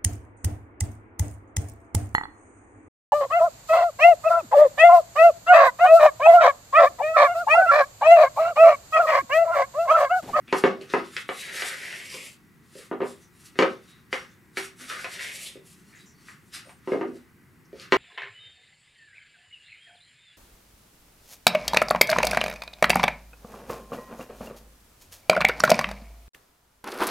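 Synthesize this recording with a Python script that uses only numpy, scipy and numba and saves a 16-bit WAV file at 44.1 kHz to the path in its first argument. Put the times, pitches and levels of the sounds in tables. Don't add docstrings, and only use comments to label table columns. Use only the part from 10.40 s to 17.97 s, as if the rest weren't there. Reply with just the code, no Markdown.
import sys
import numpy as np
from scipy import signal
from scipy.fft import rfft, irfft, next_fast_len
from scipy.io import wavfile
from scipy.ndimage import uniform_filter1d
from numba import njit

SR = 44100
rng = np.random.default_rng(int(sys.argv[2]) if len(sys.argv) > 2 else 0)


def field_ratio(decibels):
    return 10 ** (np.asarray(decibels, dtype=float) / 20)


def waveform_to_disk(signal):
    frames = np.transpose(np.atleast_2d(signal))
    scaled = np.clip(frames, -1, 1) * 32767
    samples = np.round(scaled).astype(np.int16)
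    wavfile.write(sys.argv[1], SR, samples)


N = 333837

# (frequency [Hz], level [dB], t60 [s])
BODY_MODES = [(240, -16, 0.088), (247.7, -10.5, 0.36), (296.6, -9.5, 0.14), (343, -9, 0.27),
              (392.4, -10.5, 0.3), (420, -4.5, 0.1), (468.5, -1.5, 0.086), (526.6, 0.5, 0.065)]
WALL_MODES = [(740, -44.5, .04), (770, 3.5, 0.045), (744, -22.5, 0.0082), (1042, -3.5, 0.042),
              (1040, 4, 0.082), (1235, 18, 0.04), (1480, 0, 0.04)]
EDGE_MODES = [(1500, -8.5, 0.015), (1617, -6.5, 0.011), (1800, 5, 0.04), (1995, 12.5, 0.019),
              (2126, -2.5, 0.033), (2237, 10.5, 0.031), (2840, 3.5, 0.019)]


def level(x, db):
    return x * field_ratio(db) / np.sqrt(np.mean(x ** 2))


def colour(x, table):
    hz, db = np.transpose(table)
    size = next_fast_len(len(x))
    bins_hz = np.maximum(np.arange(size // 2 + 1) * SR / size, 1)
    gain = field_ratio(np.interp(np.log(bins_hz), np.log(hz), db))
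    return irfft(rfft(x, size) * gain, size)[:len(x)]


@njit
def svf(x, hz, width_hz):
    y, band, low = np.empty(len(x)), 0., 0.
    for i in range(len(x)):
        g, k = np.tan(np.pi * hz[i] / SR), width_hz / hz[i]
        v = (band + g * (x[i] - low)) / (1 + g * (g + k))
        band, low, y[i] = 2 * v - band, low + 2 * g * v, k * v
    return y


def resonate(x, hz, width_hz):
    return svf(x, np.full(len(x), 1. * hz), 1. * width_hz)


def walk(rate_hz):
    hold = int(SR / rate_hz)
    steps = np.repeat(rng.standard_normal(N // hold + 1), hold)
    return 0.52 * uniform_filter1d(steps, hold)[:N]


def hum():
    # (frequency [Hz], level [dB])
    air_spectrum = [(25, -24), (65, -7), (169, 0), (380, -10), (580, -25.5), (1150, -18), (2050, -18.5),
                    (3360, -32)]
    # (frequency [Hz], level [dB])
    motor_tones = [(172.3, -81.5), (360.7, -73), (1890, -92.5), (1951, -72.5), (2009, -89)]
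    t = np.arange(N) / SR
    air = level(colour(rng.standard_normal(N), air_spectrum), -57) * field_ratio(.6 * walk(2.7))
    motors = sum(field_ratio(db + 1.5 * walk(5)) * np.sin(2 * np.pi * hz * t) for hz, db in motor_tones)
    return air + motors


def echoes():
    # (band centre [Hz], t60 [s], level [dB])
    room_bands = [(200, 0.39, -14), (482, 0.089, -4), (984, 0.26, -0.5), (2240, 0.31, -11.5),
                  (4500, 0.088, -5), (8840, .22, -16)]
    soonest_s = .005
    t = np.arange(int(.5 * SR)) / SR
    tail = 0
    for hz, t60_s, db in room_bands:
        noise = level(resonate(rng.standard_normal(len(t)), hz, 1.32 * hz), db)
        tail = tail + noise * 1000. ** (-t / t60_s) / np.sqrt(t60_s)
    spectrum = rfft(tail * (1 - np.exp(-(t / soonest_s) ** 2)))
    power = np.abs(spectrum) ** 2
    near, wide = uniform_filter1d(power, size=30), uniform_filter1d(power, size=300)
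    even = irfft(spectrum * np.sqrt(wide / near), len(t))
    return even * field_ratio(-43.0) * np.cos(np.pi * t / t[-1] / 2) ** 2


def slides():
    # (start [s], length [s], centre [Hz], width [Hz], level [dB])
    rubs = [(0.074, 0.087, 2490, 700, -49.5), (0.405, 0.054, 2640, 600, -53),
            (2.374, 0.013, 1800, 300, -54.5), (2.808, 0.091, 6030, 1200, -64),
            (3.468, 0.16, 3770, 402, -63.5), (5.057, 0.046, 3500, 1600, -40.5),
            (5.523, .11, 1960, 906, -56.5), (5.55, 0.063, 6800, 1500, -62), (5.656, 0.11, 5840, 907, -62.5),
            (5.655, 0.092, 7200, 700, -64), (5.74, .14, 4500, 300, -70.5), (6.24, 0.17, 8850, 600, -63),
            (7.248, 0.03, 5500, 2000, -68), (1.718, .08, 1055, 150, -56.5), (6.249, 0.059, 530, 200, -58.5)]
    out = np.zeros(N)
    for start_s, length_s, hz, width_hz, db in rubs:
        phase = np.arange(int(length_s * SR)) / (length_s * SR)
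        rub = resonate(rng.standard_normal(len(phase)), hz, width_hz)
        rub = resonate(rub, hz, width_hz)
        start = int(start_s * SR)
        out[start:start + len(phase)] += level(rub, db) * np.sin(np.pi * np.sqrt(phase))
    return out


def grit(spread_db, flicker_db, rate_hz):
    size = np.minimum(rng.exponential(size=N), 6.5)
    return rng.standard_normal(N) * field_ratio(spread_db * size + flicker_db * walk(rate_hz))


def motion():
    # (loudest [s], rise [s], fall [s], fine flour [dB], coarse grain [dB])
    brushes = [(0.182, 0.092, .08, -41.5, -43), (0.269, .04, .2, -73.5, -41),
               (.42, 0.019, .12, -55.5, -56.5), (0.508, 0.046, .3, -56.5, -44.5),
               (.78, 0.18, .11, -46.5, -48.5), (2.421, 0.19, .11, -50.5, -57),
               (2.679, 0.091, .16, -52.5, -62.5), (2.83, 0.15, .08, -58.5, -89),
               (3.06, 0.16, .1, -50.5, -63.5), (3.201, 0.058, .2, -54, -45.5), (3.5, 0.35, .3, -64.5, -64),
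               (3.731, 0.025, .17, -47, -43.5), (4.178, 0.022, 0.12, -37, -39),
               (4.25, 0.095, 0.053, -41, -62), (5.27, 0.036, .22, -52, -80), (5.6, 0.89, .3, -63, -69.5),
               (5.901, .15, .13, -55.5, -56), (6.142, 0.032, .15, -46.5, -45.5),
               (6.3, 0.88, .18, -62.5, -80), (6.51, 0.13, .3, -62.5, -54), (6.768, 0.26, .2, -65.5, -67),
               (7.422, 0.11, .15, -62, -47), (7.53, 0.025, .1, -49, -40)]
    # (time [s], speed [dB], pressure [dB], contact resonance [Hz])
    strokes = [
        [(.88, -58, -64.5, 2200), (.95, -51.5, -48, 2200), (1.14, -50, -36.5, 1800), (1.27, -42.5, -34, 1650),
         (1.39, -55.5, -41, 1900), (1.53, -54, -38, 1950), (1.66, -55, -45.5, 2250), (1.87, -50.5, -45, 2600),
         (1.97, -73.5, -80, 2430)],
        [(4.36, -71, -69, 1600), (4.415, -53, -45, 1550), (4.47, -64, -53, 1550), (4.5, -50, -32.5, 1500),
         (4.58, -54, -39.5, 1550), (4.68, -58, -43, 1700), (4.83, -50, -38, 1950), (5.07, -51, -50.5, 2550),
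         (5.2, -72, -67, 2500)],
    ]
    fade_db = 23.5
    rest_db = -84.5
    t = np.arange(N) / SR
    fine, coarse = np.full(N, rest_db), np.full(N, rest_db - 8.0)
    for peak_s, rise_s, fall_s, fine_db, coarse_db in brushes:
        fade = fade_db * np.maximum((peak_s - t) / rise_s, (t - peak_s) / fall_s)
        fine = np.maximum(fine, fine_db - fade)
        coarse = np.maximum(coarse, coarse_db - fade)
    speed, pressure, contact_hz = np.full(N, -120.), np.full(N, -120.), np.full(N, 1500.)
    for stroke in strokes:
        s, *columns = np.transpose(stroke)
        on = (t >= s[0]) & (t <= s[-1])
        speed[on], pressure[on], contact_hz[on] = (np.interp(t[on], s, c) for c in columns)
    hiss_db = np.maximum(fine, speed + 5.5)
    scrape_db = np.maximum(coarse + 0.5, pressure - 3.5)
    rock_db = pressure - 8
    return hiss_db, scrape_db, contact_hz, rock_db, np.maximum(coarse, pressure - 8.5)


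def rubbing():
    # (frequency [Hz], level [dB per Hz])
    flour = [(1590, -20.5), (2700, 0), (3730, -7.5), (4320, -3), (6470, -5), (10900, -5.5), (13900, -18),
             (15600, -29)]
    # (frequency [Hz], level [dB])
    sheen_modes = [(3600, 5), (3850, 2), (4250, -4.5), (4600, -7), (5050, -5.5), (5650, -1.5), (6200, -1),
                   (6900, -6.5), (7500, -1), (8100, -2.5), (8900, -0.5), (9800, -5), (10900, -3)]
    hiss_db, scrape_db, contact_hz, rock_db, coarse_db = motion()
    scrape_db = np.minimum(scrape_db, hiss_db + 11)

    grains = colour(grit(1.8, 5, 40), flour)
    sheen = sum(field_ratio(db + 13 * walk(9)) * resonate(grains, hz, 130) for hz, db in sheen_modes)
    grains = level(grains, -1) * np.clip((hiss_db + 94.0) / 30, .3, 1) + level(sheen, -6.5)
    fine = colour(grains, [(5500, -17.5), (7500, -11.0)])
    coarse = colour(grains, [(5500, -16.5), (8000, -30.5)])
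    hiss = level(fine, -1.7) * field_ratio(hiss_db) + level(coarse, -3.1) * field_ratio(coarse_db)

    contact = svf(grit(4.05, 5.1, 70), 0.81 * contact_hz, 1950.0)
    contact = svf(contact, contact_hz, 1200.0)
    for share in (.62, .4):
        contact = contact - svf(contact, share * contact_hz, 630.0)
    lines = sum(field_ratio(db + 1.3 * walk(4.5)) * resonate(contact, hz, 120)
                for hz, db, _ in WALL_MODES[3:] + EDGE_MODES)
    scrape = (level(contact, -1.6) + level(lines, -11)) * field_ratio(scrape_db)

    bumps = grit(2.3, 2.1, 50)
    rock = sum(field_ratio(db) * resonate(bumps, hz, 88) for hz, db, _ in BODY_MODES[4:] + WALL_MODES[:1])
    return hiss + scrape + level(rock, -11) * field_ratio(rock_db)


def group(modes, t):
    hz, db, t60_s = np.transpose(modes)[:, :, None]
    band = signal.butter(3, [.85 * hz.min(), 1.15 * hz.max()], "bandpass", fs=SR, output="sos")
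    rings = field_ratio(db) * np.sin(2 * np.pi * hz * t) * 1000. ** (-t / t60_s)
    return hz[:, 0], signal.sosfilt(band, rings), band


def ring(shares_db, rings, band, t, crack_db, crack_s):
    y = field_ratio(shares_db) @ rings
    push = rng.standard_normal(len(t)) * np.exp(-t / crack_s)
    push[0] += field_ratio(27)
    crack = signal.sosfilt(band, push)
    y = y / np.abs(y).max() + field_ratio(crack_db) * crack / np.abs(crack).max()
    return y / np.abs(y).max()


def knocks():
    # (frequency [Hz], level [dB], t60 [s])
    tick_modes = [(3050, 18.5, 0.011), (3500, -17.5, 0.0095), (4380, 28.5, 0.0065), (4830, -25, 0.0027),
                  (5800, -14, 0.002)]
    # (time [s], body level [dB], body pitch [Hz], wall [dB], edge [dB])
    thuds = [(0.237, -4.5, 420, -3.5, -3), (0.536, -11.5, 382, 0.5, 0), (0.579, -28, 316, -29, -15),
             (0.889, -23, 472, 4, 6.5), (2.512, -20, 324, -0.5, -16.5), (2.526, -23.5, 416, -27, -10),
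             (2.603, -19.5, 420, -1.5, -13), (2.63, -25.5, 446, 1.5, -10), (2.616, -16.5, 402, -16, -8.5),
             (5.884, -60.5, 331, -10, 28), (6.292, -54.5, 543, 14, 16), (6.473, -21, 383, -5, -10),
             (6.518, -12, 385, -10.5, -11.5), (6.532, -14, 420, -10.5, -29), (6.557, -22.5, 320, -27, -16),
             (6.61, -20, 362, 0.5, -5.5), (6.652, -24.5, 320, -20, -20), (6.685, -28.5, 330, -33, -21),
             (6.714, -33, 325, -30, -19)]
    # (time [s], body level [dB], body pitch [Hz], edge [dB], tick [dB])
    taps = [(0.079, -45.5, 264, 5, 8), (0.411, -32.5, 430, -9, -2), (0.499, -39.5, 350, -5, 7.5),
            (1.22, -31.5, 500, 15, 10.5), (1.741, -34, 545, -0.5, 6), (2.352, -35, 495, -12, -8),
            (2.388, -38.5, 483, -21, -4), (3.155, -41.5, 366, 4, -6), (4.397, -46, 248, -1, -14),
            (4.643, -36, 545, 17, 4.5), (5.154, -34.5, 438, -16, -23), (7.328, -31.5, 466, -18, -23),
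            (7.397, -46, 480, -16, 15.5)]
    # (time [s], body level [dB], body pitch [Hz], wall [dB], edge [dB])
    bangs = [
        (0.125, -11.5, 420, 2, 0),
        (0.765, -40, 584, -4, 26.5),
        (3.188, -7, 437, -3, 1),
        (3.222, -8.5, 461.5, -1, -2),
        (3.727, -23.5, 483, 1.5, 11.5),
        (4.170, -27.5, 406, 3, 13.5),
        (7.521, -8.5, 420, 1.5, 4.5),
    ]
    delay_s = 0.001158
    grip_detune, spot_law = 0.0219, .45
    swell_cycles = 0.32
    # share scatter [dB], crack [dB], crack length [s], favour of struck spot [dB per octave]
    manners = ((2.5, -14, 0.04, 30.0), (2.5, 6.5, 0.015, 12.0),
               (2.5, 1, 0.017, -12.0), (2.5, 2.0, 0.017, -9))

    out, t = np.zeros(N + SR), np.arange(int(.3 * SR)) / SR
    groups = [group(modes, t) for modes in (BODY_MODES, WALL_MODES, EDGE_MODES, tick_modes)]
    blows = [(s, db, hz, wall, edge, edge - 18.5) for s, db, hz, wall, edge in thuds]
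    blows += [(s, db, hz, edge - 8, edge, tick) for s, db, hz, edge, tick in taps]
    blows += [(s, db, hz, wall, edge, edge - 8) for s, db, hz, wall, edge in bangs]
    for s, body_db, spot_hz, *parts_db in blows:
        start = int((s + delay_s) * SR)
        for (hz, rings, band), db, manner in zip(groups, [0] + parts_db, manners):
            scatter_db, crack_db, crack_s, favour = manner
            shares_db = scatter_db * rng.standard_normal(len(hz))
            shares_db = shares_db - favour * np.abs(np.log2(hz / spot_hz))
            tune = 1 + grip_detune * rng.standard_normal()
            if favour < 0:
                tune *= (spot_hz / 430) ** spot_law
            blow = np.interp(t * tune, t, ring(shares_db, rings, band, t, crack_db, crack_s))
            swell = 1 - np.exp(-t * hz.min() / swell_cycles)
            out[start:start + len(t)] += field_ratio(body_db + db) * blow * swell
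    return out[:N]


def scene():
    # (frequency [Hz], side level [dB])
    side_spectrum = [(60, -7.5), (200, -10), (500, -12.5), (1200, -7.5), (2500, -4.5), (5000, -7.5),
                     (9000, -36), (13000, -0.5)]
    pan_db = .5
    bowl = knocks() + rubbing() + slides()
    mid = bowl + signal.fftconvolve(bowl, echoes())[:N] + hum()
    side = field_ratio(1.5) * signal.fftconvolve(bowl, echoes())[:N] + hum()
    side = colour(side, side_spectrum)
    return np.array([mid + side, mid - side]) * field_ratio(np.array([[pan_db], [-pan_db]]) / 2)


def roll_off(x):
    return signal.sosfilt(signal.butter(12, 15760, fs=SR, output="sos"), x)


def record(dry):
    top = signal.ellip(8, .2, 70, 15700, fs=SR, output="sos")
    mix = signal.sosfilt(top, dry)
    return roll_off(mix)


dry = scene()
out = record(dry)
waveform_to_disk(out)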